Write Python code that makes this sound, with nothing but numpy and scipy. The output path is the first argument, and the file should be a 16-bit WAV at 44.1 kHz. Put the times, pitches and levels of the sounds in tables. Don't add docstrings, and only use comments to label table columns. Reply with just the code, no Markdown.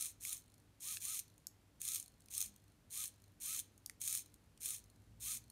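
import sys
import numpy as np
from scipy import signal
from scipy.fft import rfft, irfft
from scipy.io import wavfile

SR = 44100
rng = np.random.default_rng(int(sys.argv[2]) if len(sys.argv) > 2 else 0)


def int16_out(signal):
    q = np.round(np.clip(np.atleast_2d(signal).T, -1, 1) * 32767)
    wavfile.write(sys.argv[1], SR, q.astype(np.int16))


N = 242991
T = np.arange(N) / SR

# start in seconds, start of braking in seconds, rest in seconds,
# way of turning, gear level in dB, change of level by the end of braking in dB, scrape over knocks in dB.
SWINGS = [(-.1, 0.017, 0.13, "anticlockwise", -44, -9.5, 1),
          (0.202, 0.291, 0.42, "anticlockwise", -45.5, -13.5, -6),
          (.799, 0.895, 0.99, "clockwise", -45.5, 5.5, -4), (0.998, 1.112, 1.199, "clockwise", -44, 6, 0),
          (1.798, 1.923, 2.058, "anticlockwise", -44.5, -14.5, -6),
          (2.3, 2.386, 2.502, "anticlockwise", -45.5, -7, -3.5),
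          (2.9, 2.993, 3.097, "clockwise", -44.5, 0, -5.5),
          (3.4, 3.522, 3.615, "clockwise", -43.5, 4.5, 0.5),
          (4.001, 4.124, 4.23, "anticlockwise", -43.5, -2, -2),
          (4.6, 4.692, 4.8, "anticlockwise", -44, -4, -7),
          (5.199, 5.298, 5.39, "clockwise", -43.5, 3.5, -5.5)]
WAYS = {"clockwise": (-61.5, -64.5, 1, -43.5), "anticlockwise": (-67.5, -61, -1.5, -38.5)}
# time in seconds, level before SNAP_TRIM_DB in dB.
SNAPS = [(0.0094, -26.5), (0.0237, -26.5), (0.057, -28.5), (0.3287, -26), (1.0518, -29), (1.1916, -25.5),
         (1.1977, -30), (1.8163, -28.5), (1.8519, -28.5), (1.8869, -26), (1.9467, -23.5), (1.9579, -24.5),
         (1.9639, -27.5), (2.3504, -30.5), (2.379, -24.5), (2.4048, -24.5), (2.4141, -23), (2.4251, -25.5),
         (3.0394, -27), (3.0569, -30), (3.5913, -26.5), (3.5984, -27.5), (4.0155, -27.5), (4.0218, -33),
         (4.0764, -24.5), (4.0829, -28), (4.127, -25), (4.1501, -22.5), (4.1736, -27), (4.6317, -31.5),
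         (4.6578, -27.5)]
# time in seconds, level before NUDGE_TRIM_DB in dB.
NUDGES = [(0.5417, -55), (1.3796, -52.5), (2.0401, -51), (2.2052, -52), (2.2593, -51.5), (2.5616, -46),
          (3.22, -55), (3.7783, -51.5), (4.3415, -48.5), (4.8404, -51)]
# frequency in Hz, relative level in dB.
CASE_COLOUR = [(500, -42), (1000, -30.5), (1700, -20), (2400, -15), (3000, -17), (4200, -9), (4900, -15),
               (6200, -4), (7500, -5.5), (9500, -3), (10800, -6), (12600, -4.5), (14300, -12.5),
               (16000, -9.5)]
# frequency in Hz, width in Hz, lift in dB.
CASE_MODES = [(2430, 580, 6.5), (3174, 200, 7.5), (3537, 144, 7), (4130, 280, 4), (5265, 190, 7),
              (6334, 200, 6.5), (6950, 285, 7), (8494, 360, 7), (9050, 114, 4), (9340, 380, 5.5),
              (9810, 224, 7), (11630, 260, -1), (12170, 270, 4.5), (14550, 260, 6.5), (16200, 150, 13)]
# frequency in Hz, time to fall 60 dB in seconds.
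ROOM_DECAY = [(300, 0.38), (2000, 0.32), (4500, 0.3), (9000, 0.17), (15000, 0.16)]
# frequency in Hz, relative level in dB.
AIR_COLOUR = [(15, -45), (25, -28), (44, -6.5), (108, -7.5), (134, -13), (175, -12), (293, -17),
              (480, -21.5), (1100, -27), (2550, -30.5), (6000, -34.5), (11300, -36), (15000, -41.5),
              (16000, -54)]
# frequency in Hz, level in dB.
HUM = [(58, -81.5), (100, -74), (150, -86), (200, -96), (247, -92.5), (300, -84.5)]
# time in seconds, snap level in dB, lower edge of the click in Hz, upper edge in Hz,
# pitch of the ring in Hz, ring level in dB.
CLICKS = [(.251, -35, 5960, 12000, 2320, -43), (.970, -38, 1680, 6900, 2530, -48),
          (1.469, -36.5, 4930, 12400, 5330, -46.5), (2.285, -53.5, 4497, 7400, 2720, -62.5),
          (3.861, -37, 4900, 12100, 5210, -44), (3.897, -41, 4600, 8900, 1950, -45.5),
          (4.576, -57.5, 4400, 8500, 2850, -68)]
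# time in seconds, pitch in Hz, level in dB.
FAR_MOTOR = [(4.0, 52, -100), (4.5, 54.03, -79), (4.95, 53.85, -74), (5.15, 55.3, -69.5),
             (5.4, 58.08, -69.5), (5.51, 60.1, -74)]
# multiple of its pitch, relative level in dB.
FAR_MOTOR_ORDERS = [(1, 0), (2, 0), (3, -13.5), (4, -8.5)]

TOP_HZ, SPIN_UP_S = 222.76, 0.033
PULSE_HZ = 50
TAKE_UP_S, TAKE_UP_DB = 0.0065, -49.5
RATTLE_PER_S, RATTLE_SPREAD_DB = 40, 2.5
SNAP_TRIM_DB, NUDGE_TRIM_DB = -5, -5
HUNT_S, HUNT_DB, HUNT_FADE_DB_PER_S = 0.25, -66.5, -27
AIR_DB = -71
RUMBLE_DB, RUMBLE_RISE_DB_PER_S = -83.5, 1.67
EDGE_HZ = 15700


def amp(db):
    return 10 ** (np.asarray(db) / 20)


def evened(x):
    return x / np.sqrt(np.mean(x ** 2) + 1e-20)


def read(points, hz):
    f, value = np.transpose(points)
    return np.interp(np.log(hz + 1), np.log(f + 1), value)


def add(mix, s, sound):
    start = round(s * SR)
    sound = sound[max(-start, 0):]
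    part = mix[max(start, 0):][:len(sound)]
    part += sound[:len(part)]


def wander(size, hz):
    knots = np.arange(size) * hz / SR
    return np.interp(knots, np.arange(4096), rng.standard_normal(4096))


def one_ms(x):
    return x * np.sqrt(SR * 1e-3 / np.sum(x ** 2))


def burst(decay_s, rise_s=0.00013, size=500):
    t = T[:size]
    envelope = (1 - np.exp(-t / rise_s)) * np.exp(-t / decay_s)
    return one_ms(rng.standard_normal(size) * envelope)


def ring(hz, t60, size=1500):
    t = T[:size]
    return one_ms(np.sin(2 * np.pi * hz * t) * np.exp(-np.log(1000) * t / t60))


def shelf(x, hz, db):
    low = signal.sosfiltfilt(signal.butter(2, hz, fs=SR, output="sos"), x)
    return x + (amp(db) - 1) * low


def band(x, low_hz, high_hz):
    x = signal.sosfilt(signal.butter(4, low_hz, "high", fs=SR, output="sos"), x)
    return signal.sosfilt(signal.butter(2, high_hz, fs=SR, output="sos"), x)


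def tooth_knocks(turns, jitter_s=0.00015, uneven_db=2.5, knock_s=0.00099, rise_s=0.00029):
    knocks = np.zeros(len(turns))
    for at in np.flatnonzero(np.diff(np.floor(2 * turns))):
        late, force = rng.standard_normal(2)
        add(knocks, at / SR + jitter_s * late, amp(uneven_db * force) * burst(knock_s, rise_s))
    return evened(knocks)


def gear_noise(turns, speed, braking, gear_db, brake_db, scrape_db, grit_db=3, force_power=1.0,
               scrape_power=0.55):
    scrape = evened(rng.standard_normal(len(turns)) * amp(grit_db * wander(len(turns), 900)))
    gears = tooth_knocks(turns) * speed ** force_power
    gears += amp(scrape_db) * scrape * speed ** scrape_power
    level = amp(gear_db + brake_db * braking ** 1.28)
    return gears * level / np.hypot(1, amp(scrape_db))


def motor_whine(turns, speed, braking, whine_db, pinion_db, whine_power=6, flutter=0.25):
    cogging = amp(whine_db) * speed ** whine_power * np.sin(2 * np.pi * 6 * turns)
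    drive = speed ** 2 * (1 - braking) * (1 + flutter * wander(len(turns), 200))
    pinion = amp(pinion_db) * drive * np.sin(2 * np.pi * 18 * turns)
    return cogging + pinion


def swing(start, brake, rest, gear_db, brake_db, scrape_db, whine_db, pinion_db, brake_power=2.4):
    t = np.arange(start, rest, 1 / SR)
    braking = np.clip((t - brake) / (rest - brake), 0, 1)
    speed = (1 - np.exp(-(t - start) / SPIN_UP_S)) * (1 - braking ** brake_power)
    speed *= 1 + 0.035 * np.minimum(4 * braking, 1) * np.sin(2 * np.pi * PULSE_HZ * t)
    turns = np.cumsum(speed * TOP_HZ) / SR
    gears = gear_noise(turns, speed, braking, gear_db, brake_db, scrape_db)
    return speed, gears, motor_whine(turns, speed, braking, whine_db, pinion_db)


def snap(db, decay_s=0.002, body_hz=4000, body_db=-2):
    return amp(db) * shelf(burst(decay_s), body_hz, body_db)


def rattle(speed, db, speed_power=1.33, count=12):
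    out = np.zeros(len(speed))
    for k in range(count):
        force_db = db + RATTLE_SPREAD_DB * rng.standard_normal()
        add(out, (k + rng.random()) / RATTLE_PER_S, snap(force_db))
    return out * speed ** speed_power


def hunting(spread_db=6.5, ring_hz=4200, ring_db=-7, count=14):
    contacts, can = np.zeros((2, N))
    for _, _, rest, *_ in SWINGS:
        for s in (np.ceil(rest * PULSE_HZ) + np.arange(count)) / PULSE_HZ:
            force_db = HUNT_DB + HUNT_FADE_DB_PER_S * (s - rest) + spread_db * rng.standard_normal()
            force = (s - rest < HUNT_S) * amp(force_db)
            add(contacts, s, force * burst(0.0023))
            add(can, s, force * amp(ring_db) * ring(ring_hz * rng.uniform(0.94, 1.04), 0.019))
    return contacts, can


def case(x, size=4096):
    hz = abs(np.fft.fftfreq(size, 1 / SR))
    db = read(CASE_COLOUR, hz)
    for mode_hz, width, lift in CASE_MODES:
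        db = db + lift / (1 + (2 * (hz - mode_hz) / width) ** 2)
    log_response = np.conj(signal.hilbert(np.log(evened(amp(db)))))
    response = np.fft.ifft(np.exp(log_response)).real
    return signal.oaconvolve(x, response[:size // 2])[:N]


def servo(nudge_s=0.0014, body_hz=4000, idle_body_db=-5):
    contacts, tones = hunting()
    body_db = np.full(N, float(idle_body_db))
    for start, brake, rest, way, gear_db, brake_db, scrape_db in SWINGS:
        whine_db, pinion_db, swing_body_db, rattle_db = WAYS[way]
        speed, gears, whine = swing(start, brake, rest, gear_db, brake_db, scrape_db, whine_db, pinion_db)
        add(contacts, start + TAKE_UP_S, snap(TAKE_UP_DB))
        add(contacts, start, gears + rattle(speed, rattle_db))
        add(tones, start, whine)
        add(body_db, start, speed * (swing_body_db - idle_body_db))
    for s, db in SNAPS:
        add(contacts, s, snap(db + SNAP_TRIM_DB))
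    for s, db in NUDGES:
        add(contacts, s, amp(db + NUDGE_TRIM_DB) * burst(nudge_s))
    return case(shelf(contacts, body_hz, body_db)) + tones


def room(x, wet_db=-14, echo_s=0.0088, echo_db=-21, size=22050):
    taps = rng.standard_normal(size) * (rng.random(size) < 0.15) * (T[:size] > echo_s)
    hz, t, z = signal.stft(taps, SR, nperseg=256)
    decay = np.exp(-np.log(1000) * t / read(ROOM_DECAY, hz)[:, None])
    tail = signal.istft(z * decay, SR, nperseg=256)[1]
    tail *= amp(wet_db) / np.linalg.norm(tail)
    add(tail, echo_s, amp([echo_db]))
    return signal.fftconvolve(x, tail)[:N]


def room_air():
    spectrum = rfft(rng.standard_normal(N)) * amp(read(AIR_COLOUR, np.fft.rfftfreq(N, 1 / SR)))
    return amp(AIR_DB) * evened(irfft(spectrum, N))


def electrical_hum(waver=0.45):
    hum = np.zeros(N)
    for hz, db in HUM:
        level = amp(db) * (1 + waver * wander(N, 12))
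        hum += level * np.sin(2 * np.pi * hz * T + 0.5 * wander(N, 5))
    return np.sqrt(2) * hum


def building_rumble():
    noise = evened(band(rng.standard_normal(N), 38, 220))
    return noise * amp(RUMBLE_DB + RUMBLE_RISE_DB_PER_S * T)


def clicks(snap_s=0.0014, ring_t60=0.0079, pair_spread=0.063, pair_db=-2, bounce_s=0.00083):
    out = np.zeros(N)
    for s, db, low_hz, high_hz, ring_hz, ring_db in CLICKS:
        add(out, s, amp(db) * one_ms(band(burst(snap_s), low_hz, high_hz)))
        body = ring(ring_hz * (1 + pair_spread / 2), ring_t60)
        add(body, bounce_s, amp(pair_db) * ring(ring_hz * (1 - pair_spread), ring_t60))
        add(out, s, amp(ring_db) * one_ms(band(body, 0.72 * ring_hz, high_hz)))
    return out


def low_swell(at_s=2.51, length_s=0.061, hz=205, db=-68):
    envelope = np.exp(-((T - at_s) / length_s) ** 2)
    return amp(db) * np.sqrt(2) * envelope * np.sin(2 * np.pi * hz * T + wander(N, 40))


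def far_motor():
    s, hz, db = np.transpose(FAR_MOTOR)
    turns = np.cumsum(np.interp(T, s, hz)) / SR
    tone = sum(amp(level) * np.sin(2 * np.pi * k * turns) for k, level in FAR_MOTOR_ORDERS)
    return np.sqrt(2) * amp(np.interp(T, s, db)) * tone


def scene(shade_hz=6500, shade_db=-7):
    motor, click = servo(), clicks()
    reflected = room(motor + shelf(click, shade_hz, shade_db))
    behind = room_air() + electrical_hum() + building_rumble() + low_swell() + far_motor()
    return (motor + click + reflected + behind)[None]


def record(dry):
    lowpass = signal.firwin(401, EDGE_HZ, window=("kaiser", 8), fs=SR)
    return signal.oaconvolve(dry, lowpass[None], "same")


dry = scene()
out = record(dry)
int16_out(out)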